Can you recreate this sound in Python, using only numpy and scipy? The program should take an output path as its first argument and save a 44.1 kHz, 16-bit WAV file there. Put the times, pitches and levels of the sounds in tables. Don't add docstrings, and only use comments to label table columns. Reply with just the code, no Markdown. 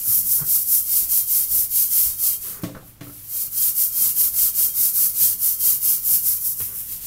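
import sys
import numpy as np
from scipy import signal
from scipy.fft import rfft, irfft
from scipy.io import wavfile
from scipy.ndimage import uniform_filter1d

SR = 44100
rng = np.random.default_rng(int(sys.argv[2]) if len(sys.argv) > 2 else 0)


def wav_record(signal):
    frames = np.transpose(np.atleast_2d(signal))
    bounded = np.clip(frames, -1, 1)
    quanta = np.round(bounded * 32767).astype(np.int16)
    wavfile.write(sys.argv[1], SR, quanta)


def nominal_scale(level):
    x = np.asarray(level, float) / 20
    return 10 ** x


N = 311346
T = np.arange(N) / SR


def evened(x):
    return x / np.sqrt(np.mean(x ** 2) + 1e-20)


def coloured(x, points):
    f, db = np.transpose(points)
    hz = np.fft.rfftfreq(len(x), 1 / SR)
    curve_db = np.interp(np.log(hz + 1), np.log(f + 1), db)
    return evened(irfft(rfft(x) * nominal_scale(curve_db), len(x)))


def noise(size=N):
    return rng.standard_normal(size)


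def wobble(span_s):
    size = max(int(span_s * SR), 2)
    return evened(uniform_filter1d(uniform_filter1d(noise(), size), size))


# [t/s, level at the turn/dB, level mid-stroke/dB, place of the top/0-1, bite of the wires/dB]
FIRST_BOUT = [(0.02, -27, -16.5, 0.59, -4.5), (0.236, -26, -17, 0.51, -4),
              (0.433, -30.5, -16.5, 0.51, -2.5), (0.65, -28, -15, 0.45, -4.5), (0.846, -30, -16, 0.57, 0),
              (1.072, -30.5, -16, 0.46, -0.5), (1.254, -31, -16.5, 0.47, -0.5),
              (1.477, -30, -15.5, 0.43, -2.5), (1.683, -37, -16, 0.57, 0.5), (1.893, -27.5, -15.5, 0.29, 1),
              (2.162, -34.5, -18.5, 0.43, 1.5), (2.401, -42, -29, 0.19, 4.5), (2.62, -49, -52, 0.5, -5)]
SECOND_BOUT = [(3.27, -37.5, -23.5, 0.56, 1), (3.499, -40, -17, 0.64, 0.5), (3.742, -31.5, -16, 0.43, -2),
               (3.906, -31.5, -17, 0.63, 1), (4.145, -28.5, -15.5, 0.37, -0.5), (4.321, -34, -15, 0.5, 1),
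               (4.53, -34, -16.5, 0.42, 0.5), (4.726, -33, -15.5, 0.51, -0.5),
               (4.928, -27.5, -15.5, 0.39, -1), (5.13, -33, -15.5, 0.47, 2), (5.374, -42, -16.5, 0.48, -2),
               (5.576, -32, -15, 0.47, 0.5), (5.799, -34, -16.5, 0.36, 0), (6.014, -33.5, -15.5, 0.6, -2.5),
               (6.219, -29, -17, 0.39, -2), (6.398, -31.5, -21, 0.49, -5), (6.555, -33, -24.5, 0.34, -5),
               (6.717, -31.5, -28, 0.62, -11), (6.857, -35.5, -29.5, 0.51, 2), (7.002, -38, -31, 0.5, 7),
               (7.12, -39, -39, 0.5, 0)]
# [t/s, level/dB]
RESTING = [
    (2.62, -40),
    (2.72, -56),
    (2.799, -54.5),
    (2.88, -45),
    (3.0, -63),
    (3.04, -43),
    (3.09, -42.5),
    (3.15, -40.5),
    (3.27, -39),
]


def hand(roundness=1.47):
    s, resting_db = np.transpose(RESTING)
    speed = nominal_scale(np.interp(T, s, resting_db))
    bite_db = np.full(N, 3.0)
    for bout in (FIRST_BOUT, SECOND_BOUT):
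        for stroke, following in zip(bout, bout[1:]):
            s0, turn0_db, top_db, place, bite = stroke
            s1, turn1_db = following[:2]
            now = (T >= s0) & (T < s1)
            way = (T[now] - s0) / (s1 - s0)
            bent = np.interp(way, [0, np.clip(place, 0.1, 0.9), 1], [0, 0.5, 1])
            turn = nominal_scale(turn0_db + way * (turn1_db - turn0_db))
            speed[now] = turn + (nominal_scale(top_db) - turn) * np.sin(np.pi * bent) ** roundness
            bite_db[now] = bite
    speed[T < FIRST_BOUT[0][0]] = nominal_scale(FIRST_BOUT[0][1])
    return speed, uniform_filter1d(bite_db, size=1500)


def slips(per_s, spread_db):
    size_db = spread_db * np.minimum(rng.exponential(1, N), 5)
    size = nominal_scale(size_db) * rng.choice([-1., 1.], N)
    return evened(size * (rng.random(N) < per_s / SR))


def resonate(x, hz, width):
    return signal.lfilter(*signal.iirpeak(hz, hz / width, SR), x)


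# [f/Hz, level/dB per Hz]
HISS = [(2940, -43), (5000, -22), (5360, -13.5), (6520, -15), (8450, -10), (12000, -0.5), (14700, -0.5),
        (15500, -5), (16200, -7.5), (16500, -62)]
# [f/Hz, level/dB per Hz]
SCRAPE = [(1500, -23.5), (2500, -14), (3500, -11), (4300, -5.5), (4800, -1), (5500, -7.5), (6200, -2),
          (7000, -0.5), (9000, -0.5), (12000, -61)]
# [f/Hz, level/dB per Hz]
RUB = [(900, -12), (1800, -3), (3000, -0.5), (4200, -6), (6000, -28)]
# [from t/s, to t/s]
HELD = [
    (2.41, 3.27),
    (6.64, 7.2),
]
# [f/Hz, width/Hz, level/dB]
WALL = [(426, 36, -13.5), (667.7, 9.2, -11.5), (1092, 61, -11.5), (1183, 27, -18.5), (1315, 12.6, -7.5),
        (1810, 990, -9.5), (2140, 15, -8), (2413, 15, -9.5), (2855, 38, -4.5), (3189, 39, -1.5),
        (3724, 83, -4), (4255, 25, 0), (4630, 94, -1)]


def scourer():
    speed, bite_db = hand()
    clumps_db = 0.74 * wobble(0.02) + 0.33 * wobble(0.0038)
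    force = speed * nominal_scale(clumps_db)
    fine = slips(per_s=24000, spread_db=2.0)
    coarse = slips(per_s=16000, spread_db=1.0)
    scrape = nominal_scale(-16 + bite_db) * (speed / 0.19) ** 0.086
    out = force * coloured(fine, HISS) + force * scrape * coloured(coarse, SCRAPE)

    held = sum(1.0 * ((T > a) & (T < b)) for a, b in HELD)
    held = uniform_filter1d(held, size=1500)
    out += held * nominal_scale(-46) * (force / 0.19) ** 0.71 * coloured(coarse, RUB)

    ring = nominal_scale(-28.5 + 0.8 * bite_db)
    ring = ring * (speed / 0.11) ** -0.3
    ring = ring * nominal_scale(-9 * held)
    for hz, width, db in WALL:
        nodes_db = 3.6 * np.tanh(wobble(0.061))
        drive = force * ring * nominal_scale(db - 5.5 + nodes_db) * noise()
        out += resonate(drive, hz, width) * np.sqrt(SR / np.pi / width)
    return out


# [f/Hz, level/dB, t60/s]
RING = [(118.3, -13.5, 0.95), (289.4, 0, 0.23), (254, -28, 0.17), (360, -13, 0.2), (516, -18, 0.41),
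        (654, -18, 0.41), (826, -45, .2), (1110, -13.5, 0.18), (1316, -25, 0.29)]
# [f/Hz, level/dB per Hz]
BOOM = [(60, -28), (110, 10), (300, -2), (600, -5), (900, -16), (1500, -21)]
# [f/Hz, level/dB per Hz]
CLATTER = [(150, 16), (400, 6), (700, -0.5), (1000, 2.5), (1500, 5.5), (2500, -19.5), (4000, -41.5),
           (7000, -41), (10000, -26), (16000, -34)]
# [f/Hz, level/dB per Hz]
CRACK = [(800, -23), (2000, 8), (3500, 3.5), (6500, -5.5), (9000, -4), (16000, -12)]


def knock(thud_db, hz, ring_db, clatter_db, rise_s, crack_db):
    t = np.arange(SR // 2) / SR
    start = np.sin(np.pi / 2 * np.minimum(t / rise_s, 1)) ** 2
    thud_fall_db = 60 * t / 0.12 * (hz / 150) ** 0.23
    out = -nominal_scale(thud_db - thud_fall_db) * np.sin(2 * np.pi * hz * t)
    for f, db, t60 in RING:
        out -= nominal_scale(ring_db + db - 60 * t / t60) * np.sin(2 * np.pi * f * t)
    out += nominal_scale(ring_db - 4.0 - 60 * t / 0.3) * coloured(noise(len(t)), BOOM)
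    dying = nominal_scale(-60 * t / 0.12) + nominal_scale(-14.0 - 60 * t / 0.35)
    out += nominal_scale(clatter_db) * dying * coloured(noise(len(t)), CLATTER)
    out += nominal_scale(clatter_db + crack_db - 60 * t / 0.22) * coloured(noise(len(t)), CRACK)
    return start * out


# [t/s, thud level/dB, thud f/Hz, ring level/dB, clatter level/dB]
BUMPS = [
    (0.08, -29, 117, -64, -65),
    (0.405, -20, 147, -61, -32),
    (6.607, -28, 100, -56, -48),
]
KNOCKS = [
    (2.6336, -21.5, 180, -23.5, -37),
    (3.0077, -29, 148, -33.5, -40),
    (6.600, -41, 430, -58, -38),
]
RATTLES = [
    (2.69, -37, 109, -41.5, -45),
    (2.747, -36, 1506, -45, -32.5),
    (2.765, -36, 514, -46, -39),
    (2.79, -46, 108, -60, -44),
    (2.826, -46.5, 777, -50, -59),
    (3.067, -44, 1316, -42, -50),
    (3.074, -40, 116, -50, -62),
    (3.092, -44, 1316, -51, -45),
]


def knocks():
    out = np.zeros(N + SR)
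    for rows, rise_s, crack_db in ((BUMPS, 0.018, -23), (KNOCKS, 0.0022, -2), (RATTLES, 0.0021, -21)):
        for s, *levels in rows:
            hit = knock(*levels, rise_s, crack_db)
            out[round(s * SR):][:len(hit)] += hit
    return out[:N]


def swell(s, length, fade_db):
    way = np.clip((T - s) / length, 0, 1)
    edges = np.minimum(np.minimum(way, 1 - way) / 0.11, 1)
    return (edges * nominal_scale(fade_db * way)) ** 2


# [f/Hz, level/dB per Hz]
RUMBLE = [(15, -10.5), (30, -8), (40, -4.5), (49, -2.5), (65, -4.5), (85, -21), (120, -34)]
# [f/Hz, level/dB per Hz]
BASIN = [(60, -23), (100, 2), (130, -1.5), (175, -0.5), (230, -8.5), (290, -7), (400, -27.5)]
# [f/Hz, level/dB per Hz]
DRAG = [(250, -10), (400, 2.5), (650, -7), (800, -10.5), (1100, -1), (1600, -3), (2500, -13.5), (4000, -60)]
# [t/s, length/s, counter rumble level/dB, basin level/dB]
SHOVES = [(0.054, 0.6, -65, -44.5), (1.014, 0.14, -40, -50), (1.497, .25, -41, -46.5),
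          (1.765, 0.11, -47, -51), (2.045, 0.13, -37.5, -52), (2.455, 0.49, -64, -48.5),
          (4.01, 0.11, -55, -39.5), (4.267, .45, -46, -56), (5.21, 0.21, -57, -45), (5.63, 0.23, -58, -47),
          (6.11, 0.15, -68, -45.5), (6.66, 0.95, -51, -52)]
# [t/s, length/s, drag level/dB]
SLIDES = [
    (0.043, 0.096, -52.5),
    (0.385, .07, -46.5),
    (2.43, 0.24, -49.5),
    (6.676, 0.094, -54.5),
]


def rocking():
    speed, bite_db = hand()
    first_bout_db = -5.5 * (T < RESTING[0][0])
    push = (speed / 0.15) ** 0.76 * nominal_scale(0.61 * bite_db + first_bout_db)
    rumble = nominal_scale(-54.5) ** 2
    basin = nominal_scale(-55.5) ** 2 + (nominal_scale(-53) * push) ** 2
    drag = (nominal_scale(-53) * push) ** 2
    for s, length, rumble_db, basin_db in SHOVES:
        shove = swell(s, length, fade_db=-11.5)
        rumble = rumble + shove * nominal_scale(2 * rumble_db)
        basin = basin + shove * nominal_scale(2 * basin_db)
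    for s, length, db in SLIDES:
        drag = drag + swell(s, length, fade_db=0) * nominal_scale(2 * db)
    out = np.zeros(N)
    for power, shape in ((rumble, RUMBLE), (basin, BASIN), (drag, DRAG)):
        lumps = nominal_scale(0.66 * wobble(0.0081))
        out += np.sqrt(power) * lumps * coloured(noise(), shape)
    return out


def kitchen(x, t60=0.65):
    at = np.arange(200, SR // 2 - 20, 20)
    taps = np.zeros(SR // 2)
    signs = rng.choice([-1., 1.], len(at))
    taps[at + rng.integers(0, 20, len(at))] = signs * nominal_scale(-60 * at / SR / t60)
    return signal.fftconvolve(x, taps / np.linalg.norm(taps))[:N]


# [f/Hz, level/dB per Hz]
ROOM_TONE = [(20, 11), (100, -5), (300, -3), (1000, -10), (3000, -16), (8000, -48), (16000, -50)]


def room_tone():
    hum = nominal_scale(-55 + 0.3 * wobble(0.031)) * np.sin(2 * np.pi * 100 * T)
    return nominal_scale(-59.5) * coloured(noise(), ROOM_TONE) + hum


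def scene():
    near = scourer() + knocks()
    echo = nominal_scale(-14) * kitchen(near)
    mono = near + echo + rocking() + room_tone()
    return np.array([mono, mono])


def drop_weak_patches(x, low_hz=1500, high_hz=4700, under_db=-2.0, cut_db=-40):
    hz, _, z = signal.stft(x, SR, nperseg=2048, noverlap=1536)
    hz = hz[:, None]
    power = abs(z[0]) ** 2
    patch = uniform_filter1d(uniform_filter1d(power, size=6, axis=0), size=3, axis=1)
    around = uniform_filter1d(patch, size=28, axis=0)
    loud = power.sum(0) / power.sum(0).mean()
    eager = np.clip(loud, 0, 1) ** 0.08 * (hz / 3300) ** 0.35
    weak = patch < around * np.minimum(eager, 1) * nominal_scale(2 * under_db)
    weak = weak & (hz > low_hz) & (hz < high_hz)
    return signal.istft(z * nominal_scale(cut_db * weak), SR, nperseg=2048, noverlap=1536)[1][:, :N]


def top_cut(x):
    return signal.sosfilt(signal.butter(12, 16870, fs=SR, output="sos"), x)


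def record(dry):
    low_pass = signal.firwin(511, 15750, window=("kaiser", 9), fs=SR)
    mix = signal.oaconvolve(drop_weak_patches(dry), low_pass[None], "same")
    return top_cut(mix)


dry = scene()
out = record(dry)
wav_record(out)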